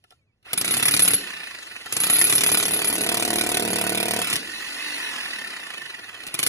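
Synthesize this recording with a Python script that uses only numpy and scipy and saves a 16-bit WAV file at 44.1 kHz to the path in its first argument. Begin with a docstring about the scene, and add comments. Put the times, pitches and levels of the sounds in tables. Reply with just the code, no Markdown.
"""Outdoors on hard ground, an electric demolition hammer chisels in three bursts, heard by two close microphones.
Each blow is a cracking noise burst with a rebound, a ringing chisel (decaying sines) and a thud of ground modes.
The motor is coloured noise with whine locked to the crank; it runs free or coasts down between bursts,
and the piston puffs and knocks once a turn. Handling ticks, a faint bird, still air and a deep rumble complete it."""
import sys
import numpy as np
from scipy import signal
from scipy.fft import rfft, irfft, next_fast_len
from scipy.io import wavfile
from scipy.ndimage import uniform_filter1d

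SR = 44100
rng = np.random.default_rng(int(sys.argv[2]) if len(sys.argv) > 2 else 0)


def generate_wav(signal):
    """Clip the signal to [-1, 1] and save it as 16-bit WAV at the path in sys.argv[1]."""
    frames = np.transpose(np.atleast_2d(signal))
    scaled = np.clip(frames, -1, 1) * 32767
    pcm = np.round(scaled).astype(np.int16)
    wavfile.write(sys.argv[1], SR, pcm)


def how_loud(loudness_db):
    """Turn decibels into a plain amplitude multiplier (0 dB gives 1, 20 dB gives 10)."""
    steps = np.asarray(loudness_db, float) / 20
    return 10 ** steps


N = 285768
SIZE = next_fast_len(N + 8192)   # transform length, with room for tails
HZ = np.maximum(np.arange(SIZE // 2 + 1) * SR / SIZE, 1)


def rms_one(x):
    """Scale to rms 1."""
    return x / np.sqrt(np.mean(x ** 2) + 1e-20)


def evened(x, span_s):
    """Hold the short-term level at 1."""
    return x / np.sqrt(uniform_filter1d(x ** 2, int(span_s * SR)) + 1e-12)


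def in_time(rows):
    """Columns of a curve table, one value a sample."""
    s, *columns = np.transpose(rows)
    return [np.interp(np.arange(N) / SR, s, c) for c in columns]


def at_hz(points, hz):
    """Read a spectrum on a log-frequency axis."""
    point_hz, value = np.transpose(points)
    return np.interp(np.log(hz), np.log(point_hz), value)


def filtered(x, response):
    """Multiply by a frequency response."""
    return irfft(rfft(x, SIZE) * response, SIZE)[..., :N]


def highpass(x, order, hz):
    """Take away the bass below a frequency."""
    return signal.sosfilt(signal.butter(order, hz, "high", fs=SR, output="sos"), x)


def noise(spectrum):
    """Noise of a given colour, rms 1."""
    return rms_one(filtered(rng.standard_normal(N), how_loud(at_hz(spectrum, HZ))))


def split(x, hz):
    """The parts below and above a frequency."""
    low = signal.sosfilt(signal.butter(2, hz, fs=SR, output="sos"), x)
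    return low, x - low


def wander(hz, count):
    """Smooth random curves of spread 1, moving at rates up to about hz."""
    r = np.exp(-2 * np.pi * hz / SR)
    settle = 9000
    slow = signal.lfilter([1], [1, -2 * r, r * r], rng.standard_normal((count, N + settle)))[:, settle:]
    return slow / slow.std(axis=1, keepdims=True)


def clicks(s, db):
    """A train of single samples."""
    out = np.full(N, 1e-18)   # a tiny floor keeps the filters out of denormal numbers
    np.add.at(out, np.clip(np.round(s * SR).astype(int), 0, N - 1), how_loud(db))
    return out


def fading(x, t60, rise_s):
    """Each click becomes an envelope with a short rise and an exponential fall."""
    fall, rise = how_loud(-60 / (t60 * SR)), np.exp(-1 / (rise_s * SR))
    return signal.lfilter([1 - rise], np.convolve([1, -fall], [1, -rise]), x)


def ring(x, hz, t60):
    """A two-pole resonance: a unit click sets a sine of height 1 ringing."""
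    r, w = how_loud(-60 / (t60 * SR)), 2 * np.pi * hz / SR
    return signal.lfilter([0, np.sin(w)], [1, -2 * r * np.cos(w), r * r], x)


def struck(modes, s, db, spread_db, blur_s):
    """Every blow strikes each mode with its own strength, at a random moment of a chattering contact."""
    out = np.zeros(N)
    for hz, level_db, t60 in modes:
        late, strong = rng.random((len(s), 2)).T
        strength_db = db + level_db + spread_db * (2 * strong - 1)
        out += ring(clicks(s + blur_s * late, strength_db), hz, t60)
    return out


# Crank speed through run-up, load, free run and coast-down. Each row: time in seconds, strokes per second.
CRANK = [(.45, 8.74), (.6, 28.89), (.75, 34.18), (.95, 36.42), (1.15, 34.56), (1.4, 29.37), (1.88, 18.02),
         (2.0, 29.14), (2.15, 35.27), (2.45, 36.61), (2.95, 36.63), (3.2, 37.4), (3.5, 37.76), (3.7, 36.96),
         (4.2, 37.18), (4.36, 34.42), (4.45, 44.49), (4.85, 52.25), (5.05, 46.07), (5.6, 30.04),
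         (6.2, 16.37), (6.3, 11.5), (6.39, 24.2), (6.48, 30.5)]


def crank_speed():
    """The crank's strokes per second, which time the blows and puffs and pitch the whine."""
    return in_time(CRANK)[0]


def strokes(spans):
    """Within each span the crank gives one stroke a turn."""
    t = np.arange(N) / SR
    turns = np.cumsum(crank_speed()) / SR
    return np.concatenate([np.interp(np.arange(*np.interp(span, t, turns)), turns, t) for span in spans])


# Chisel pressed in, a blow every turn. Each row: first blow in seconds, end in seconds.
BURSTS = [(.5311, 1.14), (1.9237, 4.37), (6.2658, 6.47)]
# The usual blow as the chisel works in.
# Each row: time in seconds, settings for crack, chisel ring and ground thud in dB.
BITE = [(.53, -12.5, -54, -39), (.75, -11.5, -31, -34), (.9, -6, -29, -38.5), (1.13, -12, -15, -34.5),
        (1.92, -15, -35, -40.5), (2.1, -9.5, -21, -36), (2.33, -25, -12, -36.5), (2.4, -6.5, -24, -31),
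        (2.62, -11, -9.5, -28), (2.68, -12, -29, -32.5), (3.0, -14, -37, -29.5), (3.1, -12.5, -41, -25.5),
        (3.45, -13, -31.5, -27), (4.2, -14, -52, -24), (4.24, -14, -45, -43), (4.36, -14.5, -34, -42.5),
        (6.26, -21.5, -60, -50), (6.39, -12, -28, -43), (6.47, -11, -30, -48)]
# Blows that stand out, harder or ringing free. Each row: time in seconds, crack and chisel ring settings in dB.
STANDOUT = [(.574, -11.5, -18.5), (.644, -11, -24), (.707, -13, -18.5), (.768, -9, -18), (.825, -6, -22),
            (.854, -9, -16), (.909, -12.5, -15), (.937, -5.5, -25), (.992, -5, -21), (1.02, -12, -11),
            (1.076, -5.5, -17), (1.133, -8.5, -14.5), (1.967, -11, -23.5), (2.001, -13.5, -14.5),
            (2.068, -10, -27), (2.097, -7, -15.5), (2.127, -12.5, -14.5), (2.211, -5, -13.5),
            (2.24, -12.5, -12), (2.269, -12, -20), (2.296, -7, -15.5), (2.324, -5.5, -18),
            (2.353, -10.5, -11), (2.379, -8.5, -20), (2.464, -9, -14.5), (2.517, -8, -14.5),
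            (2.545, -8, -36), (2.571, -10.5, -15.5), (2.626, -8.5, -26), (2.707, -15, -21),
            (2.762, -17, -21), (2.871, -13, -18), (2.927, -15, -18), (3.008, -12.5, -22),
            (3.196, -12.5, -33), (3.384, -11.5, -34), (3.569, -9.5, -46), (3.704, -16, -23),
            (3.892, -12, -38), (4.329, -9.5, -29), (6.34, -13, -49), (6.39, -10.5, -30), (6.43, -9, -30),
            (6.465, -8.5, -25)]
SPREADS_DB = (1, 6.5, 0.63)   # chance in crack, ring, thud
JITTER_S = .00005


def blow_rows():
    """Time and strengths of every blow: the usual bite with some chance, and the blows that stand out."""
    s = strokes(BURSTS)
    luck = rng.standard_normal((4, len(s)))
    at, *columns = np.transpose(BITE)
    crack_db, ring_db, thud_db = (np.interp(s, at, column) + spread * chance
                                  for column, spread, chance in zip(columns, SPREADS_DB, luck))
    when, hard_db, free_db = np.transpose(STANDOUT)
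    nearest = abs(s - when[:, None]).argmin(axis=1)
    crack_db[nearest], ring_db[nearest] = hard_db, free_db
    return s + JITTER_S * luck[3], crack_db, ring_db, thud_db


# Colour of steel cracks, ground crumble and casing ticks. Each row: frequency in Hz, relative density in dB per Hz.
CRACK = [(130, -7.5), (300, -8.5), (700, -9.5), (1100, -16), (1800, -1.5), (2500, 7), (3100, 6),
         (3800, 7.5), (5000, 4.5), (6500, -1.5), (8300, 6.5), (10000, 3.5), (11300, 8), (12200, -5),
         (13000, -5), (13600, -4.5), (15800, -2.5)]


def crack_noise():
    """The broad noise of hard parts knocking together."""
    return noise(CRACK)


# How long the crack lasts. Each row: frequency in Hz, t60 in seconds.
CRACK_T60 = [(500, 0.069), (2000, 0.027), (6000, 0.024), (14000, 0.027)]
CRACK_RISE_S = 0.00096


def crack(s, crack_db, again, again_db):
    """Blow, rebound and chatter set off noise whose bass lasts longest; loose parts rattle it grainy."""
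    chance = rng.standard_normal((3, len(s)))
    hits = clicks(s, crack_db + 0.43 * chance[0]) + clicks(again, again_db)
    # the chisel chatters in its holder
    hits += clicks(s + 0.00009 + 0.0013 * abs(chance[1]), crack_db - 16.0 + 0.79 * chance[2])
    grain = how_loud(3.0 * wander(1000, count=1)[0])
    rest, out = crack_noise(), 0
    for top_hz in (700, 1500, 3000, 6000, 12000, 20000):
        band, rest = split(rest, top_hz)
        out = out + band * fading(hits, at_hz(CRACK_T60, top_hz / np.sqrt(2)), CRACK_RISE_S)
    return how_loud(-5.0) * out * grain


# Steel modes of the casing. Each row: frequency in Hz, relative level in dB, t60 in seconds.
CASING = [(142, -27, 0.037), (310.5, -27, 0.073), (1327, -8.5, 0.0073), (1924, -11.5, 0.01),
          (2374, -9.5, 0.028), (3530, -7, 0.01), (6203, -14.5, 0.021)]


def casing(s, crack_db, again, again_db):
    """The steel casing rings briefly after the blow and again after the rebound."""
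    first = struck(CASING, s + .0006, crack_db - 1.5, spread_db=1.0, blur_s=.0025)
    return first + struck(CASING, again, again_db, spread_db=1.5, blur_s=0.00184)


# Steel modes of the chisel. Each row: frequency in Hz, relative level in dB, t60 in seconds.
CHISEL = [(9540, -7, .04), (10400, -14, .035), (11060, 0, .17), (14150, -14, .04)]
SEAT_S = 0.0016   # the chisel settles back on its seat just before each contact, which chokes the ring


def chisel(s, db):
    """Each contact stops the chisel's ringing and starts it anew, a little detuned."""
    t = np.arange(N) / SR
    last = np.maximum(np.searchsorted(s, t) - 1, 0)
    since, out = np.maximum(t - s[last], 0), 0
    for hz, level_db, t60 in CHISEL:
        phase, strong, detune = rng.random((len(s), 3)).T
        start_db = db + level_db + 6.0 * (strong - .5)
        height = how_loud(start_db[last] - 60 * since / t60)
        mode_hz = hz * (1 + 0.005 * (detune[last] - .5))
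        out = out + height * np.sin(2 * np.pi * (mode_hz * since + phase[last]))
    until_next = np.r_[s, t[-1] + 1][last + 1] - t
    out = out * np.clip(until_next / SEAT_S, .25, 1)
    return out * (t > s[0]) * how_loud(2.5 * wander(200, count=1)[0])   # the shaking holder roughens the ring


# Modes of ground and slab, and one casing mode near 1480 Hz that sounds with the thud. Each row: frequency in
# Hz, relative level in dB, t60 in seconds.
GROUND = [(97.3, -5.5, 0.058), (182.7, -18.5, 0.47), (231, -14, 0.16), (283, -23, 0.27), (350, -18, 0.34),
          (398.5, -19, 0.59), (464, -1, 0.043), (509, -18, 0.055), (574, -17, 0.047), (634, -17, 0.076),
          (663.4, -4.5, 0.054), (713.2, -8, 0.14), (741, -27, 0.15), (942, -10, 0.076), (1477, -14, 0.055)]
# The ground's colour shifts as the chisel sinks in.
# Each row: time in seconds, boost of the four lowest modes in dB, boost of the next two modes in dB.
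DEPTH = [(.53, 6.5, 9.5), (1.14, 11.5, -7), (1.92, 3, 2.5), (2.55, -2.5, 4.5), (3.0, -2.5, 8),
         (3.25, 1.5, 9.5), (3.35, 5, 13), (3.52, -4, 6), (3.6, 6, 11), (3.8, 2, 8.5), (4.2, 0.5, 1),
         (6.3, -11, 6)]


def ground(s, thud_db):
    """The ground answers nearly alike to each blow, so a steady beat gives a row of harmonics."""
    at, *columns = np.transpose(DEPTH)
    deep_db, middle_db = (np.interp(s, at, c) for c in columns)
    thud = np.zeros(N)
    for modes, boost_db in ((GROUND[:4], deep_db), (GROUND[4:6], middle_db), (GROUND[6:], 0)):
        thud += struck(modes, s + .0012, thud_db + 3 + boost_db, spread_db=1, blur_s=.0001)
    thud = highpass(thud, 2, 165)   # a small patch of ground radiates little bass
    crumble = split(crack_noise(), 800)[0] * fading(clicks(s, thud_db - 20), .1, .002)
    return thud + crumble


REBOUND_S, REBOUND_SPREAD_S = .0073, .001
REBOUND_DB, REBOUND_SPREAD_DB = -6, 1.0   # re blow


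def blows():
    """The striker hits and rebounds: crack, casing, ringing chisel and ground answer together."""
    s, crack_db, ring_db, thud_db = blow_rows()
    late, strong = rng.standard_normal((2, len(s)))
    again = s + REBOUND_S + REBOUND_SPREAD_S * late
    again_db = crack_db + REBOUND_DB + REBOUND_SPREAD_DB * strong
    contacts = np.c_[s + .0004, again].ravel()
    contacts_db = np.c_[ring_db - 1.5, ring_db + 1.5].ravel()
    steel = crack(s, crack_db, again, again_db) + casing(s, crack_db, again, again_db)
    out = steel + chisel(contacts, contacts_db) + ground(s, thud_db)
    return highpass(out, 4, 95)   # little deep bass remains below about 95 Hz


# Colour of the whirr as heard, with a gap near 12 kHz, without the resonances below.
# Each row: frequency in Hz, relative density in dB per Hz.
WHIRR = [(60, -32.5), (150, -28), (300, -13), (550, -16.5), (1000, -10), (1900, -16.5), (2600, -3),
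         (3300, -4), (4200, -1.5), (6000, -10.5), (8200, -12), (10200, -10), (11400, -13.5), (12100, -36),
         (12900, -23), (13600, -17), (15700, -33)]
# Resonances of the motor housing. Each row: frequency in Hz, width in Hz, level re direct sound in dB.
HOUSING = [(1490, 90, 3), (1900, 200, 11), (2550, 180, 3)]


def housed_whirr():
    """Whirring noise with the housing's resonances added to the direct sound, rms 1."""
    direct = noise(WHIRR)
    out = direct.copy()
    for hz, width_hz, level_db in HOUSING:
        r = np.exp(-np.pi * width_hz / SR)
        poles = [1, -2 * r * np.cos(2 * np.pi * hz / SR), r * r]
        out += how_loud(level_db) * signal.lfilter([(1 - r * r) / 2, 0, (r * r - 1) / 2], poles, direct)
    return rms_one(out)


# Tones locked to the crank: rotor hum, then gear and fan whine.
# Each row: multiple of the stroke rate, relative level in dB at 40 strokes per second, waver rate in Hz.
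TONES = [(5.85, -29, 5), (40, -20, 35), (86.5, -20, 15), (124, -18, 12), (139, -20, 10)]
# Strength of the tones. Each row: time in seconds, gain in dB.
WHINE = [(.44, 8), (.51, 8), (.58, 0), (1.15, -4), (1.85, -5), (2.1, 0), (4.36, 0), (4.9, 1), (5.3, -1),
         (6.0, 1)]


def whine():
    """Each tone follows the crank speed and wavers in height and phase; slower is fainter."""
    speed = uniform_filter1d(crank_speed(), size=3000)
    turns, out = np.cumsum(speed) / SR, 0
    for multiple, level_db, waver_hz in TONES:
        a, b = wander(waver_hz, count=2)
        angle = 2 * np.pi * multiple * turns
        wavering = (1 + a) * np.sin(angle) + b * np.cos(angle)
        out = out + how_loud(level_db) * (speed / 40) ** 1.2 * wavering
    muffled = signal.sosfilt(signal.butter(6, 4800, fs=SR, output="sos"), out)   # the housing muffles the top
    return muffled * how_loud(in_time(WHINE)[0])


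# Faint noise after the handling ticks until 0.435 s, then motor, gears and fan.
# Each row: time in seconds, level in dB, treble gain in dB, bass gain in dB.
MOTOR = [(0, -87, 9, 8), (.13, -63, -2, 12), (.28, -83, -9, 9), (.435, -76, -6, -18),
         (.455, -42.5, -8.5, -38), (.52, -35, -7, 7), (.7, -26, -4, 10), (1.14, -26, -3, 6.5),
         (1.2, -30, -3, 14), (1.35, -32.5, -6, 0), (1.62, -38, -4, -2), (1.85, -37.5, -5.5, 0),
         (1.95, -28.5, -5.5, 7.5), (2.15, -25, -2.5, 9), (2.85, -27, -5.5, 17), (3.55, -26.5, -6.5, 17.5),
         (4.1, -28, -6.5, 13.5), (4.36, -23.5, -4.5, 9.5), (4.42, -31.5, -4.5, 13), (4.9, -28, -4.5, -4),
         (5.0, -26, -5, -3), (5.4, -30.5, -6.5, 3), (6.13, -38.5, -6.5, 0), (6.2, -35, -8.5, 8),
         (6.32, -35, -8, 3), (6.48, -27.5, -3, 10)]


def motor():
    """Whirr in three bands with the whine on top, all riding one level; before start-up only a faint noise."""
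    level_db, treble_db, bass_db = in_time(MOTOR)
    bass, rest = split(housed_whirr(), 425)
    middle, treble = split(rest, 2880)
    return how_loud(level_db) * (bass * how_loud(bass_db) + middle + treble * how_loud(treble_db) + whine())


# Chisel lifted, a puff every turn. Each row: first puff in seconds, end in seconds.
IDLING = [(1.1829, 1.88), (4.4062, 6.22)]
# Strength of the piston puffs. Each row: time in seconds, setting in dB.
PUFFS = [(1.18, -28), (1.55, -30), (1.82, -32.5), (1.87, -30), (4.4, -29.5), (4.8, -30.5), (4.95, -27),
         (5.1, -27.5), (5.4, -26), (5.85, -29.5), (6.2, -34.5)]
# The loose striker knocks in the barrel on every idle stroke.
# Each row: frequency in Hz, relative level in dB, t60 in seconds.
BARREL = [(1490, -19, 0.05), (1810, -10, 0.07), (1924, -12, 0.05), (2360, -15, 0.06), (2600, -17, 0.045),
          (2970, -18, 0.04)]
# The piston's push thumps in the casing on every idle stroke.
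# Each row: frequency in Hz, level re puff setting in dB, t60 in seconds.
THUMP = [(245, -25.5, 0.054), (360, -25.5, 0.048)]
PUFF_S, PUFF_SPREAD_DB = 0.012, 0.8   # half-length of the swell; chance in strength
SLIDE_TURNS, SLIDE_DB = .24, -6   # reach of the sliding either side of the puff; level re puff setting


def idle_strokes():
    """Each free stroke puffs air as a noise swell, while the loose striker slides, knocks and thumps."""
    s = strokes(IDLING)
    puff_db = np.interp(s, *np.transpose(PUFFS)) + PUFF_SPREAD_DB * rng.standard_normal(len(s))
    swell = signal.fftconvolve(clicks(s, puff_db - 2.0), np.hanning(int(2 * PUFF_S * SR)) ** 2, "same")
    middle, treble = split(split(housed_whirr(), 1470)[1], 3100)
    puff = swell * (how_loud(-7) * evened(middle, span_s=.012) + how_loud(-5.5) * treble)
    rub = rng.standard_normal(N)
    slide = evened(sum(how_loud(level_db) * ring(rub, hz, t60) for hz, level_db, t60 in BARREL), span_s=.02)
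    t = np.arange(N) / SR
    near = np.searchsorted((s[1:] + s[:-1]) / 2, t)   # the nearest stroke
    turns_off = (t - s[near]) * np.interp(s, t, crank_speed())[near]
    # a soft, sliding contact
    knock = slide * how_loud(puff_db[near] + SLIDE_DB) * np.exp(-(turns_off / SLIDE_TURNS) ** 2)
    knock += struck(THUMP, s, puff_db, spread_db=7, blur_s=0)
    # an even tick just before the puff peaks
    knock += struck(BARREL, s - .003, puff_db - 15, spread_db=1.5, blur_s=.003)
    return highpass(knock + puff, 4, 170)


# Handling, trigger and start-up knocks. Each row: time in seconds, strength in dB, hollow ring re strength in dB.
TICKS = [(0.039, -42.5, 4), (0.105, -37, -2), (0.12, -45, 9), (0.427, -50, -3), (0.461, -44, 14),
         (1.858, -22, 1), (6.141, -39, 0), (6.168, -54, 7), (6.234, -24, -5), (6.283, -24.5, -6)]
# Hollow ring of handle and trigger housing. Each row: frequency in Hz, relative level in dB, t60 in seconds.
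HANDLE = [(400, -20, 0.04), (740, -15, 0.04), (1356, -14, 0.043), (1730, -19, 0.03)]


def ticks():
    """Small dry noise knocks on the casing as it is handled and started, with a hollow ring."""
    s, strength_db, hollow_db = np.transpose(TICKS)
    dull, bright = split(crack_noise(), 4100)
    hollow = struck(HANDLE, s + .003, strength_db + hollow_db, spread_db=2.5, blur_s=.006)
    return hollow + (dull + how_loud(-10.0) * bright) * fading(clicks(s, strength_db), 0.035, 0.00076)


# Deep low rumble, swelling as the motor runs free. Each row: time in seconds, level in dB.
RUMBLE = [(0, -92), (.6, -77), (4.3, -72), (4.9, -71), (5.35, -88), (5.6, -98)]


def rumble():
    """Deep noise between 25 and 55 Hz, independent on the two sides."""
    band = signal.butter(2, [25, 55], "band", fs=SR, output="sos")
    return how_loud(in_time(RUMBLE)[0]) * rms_one(signal.sosfilt(band, rng.standard_normal((2, N))))


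# A far bird. Each row: start in seconds, length in seconds, start pitch in Hz, end pitch in Hz, level in dB.
CHIRPS = [(.175, .075, 2650, 2200, -72), (.262, .06, 2620, 2230, -72), (.32, .03, 2550, 2650, -74)]


def bird():
    """Short faint gliding whistles."""
    t, out = np.arange(N) / SR, 0
    for s, length_s, from_hz, to_hz, level_db in CHIRPS:
        part = np.clip((t - s) / length_s, 0, 1)
        glide_hz = to_hz + (from_hz - to_hz) * (1 - part) ** 2
        out = out + how_loud(level_db) * np.sin(np.pi * part) * np.sin(2 * np.pi * np.cumsum(glide_hz) / SR)
    return out


# Colour of the still air. Each row: frequency in Hz, relative density in dB per Hz.
AIR = [(35, -50), (60, -21), (101, -11), (161, -24), (2560, -51), (4000, -48), (9000, -60), (11700, -88),
       (19800, -120)]


def still_air():
    """A faint, steady, low-heavy noise."""
    return how_loud(-69.5) * noise(AIR)


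# Each row: frequency in Hz, phase by which the left leads in radians.
LEFT_LEAD = [(0, 0), (950, 1.7), (1890, -1.0), (2330, 3.1), (3190, 3.0), (4310, 3.9), (6630, 5.9),
             (8350, 2.9), (11600, -2.7), (13400, -6.2), (16100, -9.5)]
# Each row: frequency in Hz, left level minus right level in dB.
LEFT_MINUS_RIGHT = [(200, -.5), (380, -3.5), (1290, 0), (2380, -4), (4400, 0)]
# Sound scattered by the ground and the worker. Each row: frequency in Hz, level re direct sound in dB.
SCATTER = [(150, -18), (400, -14), (800, -13), (1400, -2), (1900, -7), (2400, -4), (3100, -4), (4500, 3),
           (11000, -12), (14000, -4)]
SCATTER_T60_S = .03


def two_microphones(x):
    """Direct sound with phase and level difference, plus short scatter that changes as tool and worker shake."""
    side = np.array([[.5], [-.5]])
    lead = np.interp(HZ, *np.transpose(LEFT_LEAD))
    share = how_loud(at_hz(SCATTER, HZ))
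    out = rfft(x, SIZE) * np.exp(1j * side * lead)
    t = np.arange(2000) / SR
    weights = wander(9, count=8)
    for weight in weights / np.linalg.norm(weights, axis=0):   # the scattered power stays even
        paths = rng.standard_normal((2, len(t))) * how_loud(-60 * t / SCATTER_T60_S)
        out += share * rfft(rms_one(paths) / np.sqrt(len(t)), SIZE) * rfft(x * weight, SIZE)
    balance = how_loud(side * at_hz(LEFT_MINUS_RIGHT, HZ))
    return irfft(out * balance / np.sqrt(1 + share ** 2), SIZE)[:, :N]


def scene():
    """The tool, bird and still air through both microphones, with the deep rumble underneath."""
    tool = blows() + motor() + idle_strokes() + ticks()
    return two_microphones(tool + bird() + still_air()) + rumble()


def low_pass(x):
    """Removes everything above the highest recorded frequency."""
    return signal.sosfilt(signal.butter(12, 16500, fs=SR, output="sos"), x)


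def record(dry):
    """Cut the top above 16.4 kHz and round the peaks."""
    cut = signal.sosfilt(signal.cheby2(10, 60, 16400, fs=SR, output="sos"), dry)
    return low_pass(np.tanh(cut))


dry = scene()
out = record(dry)
generate_wav(out)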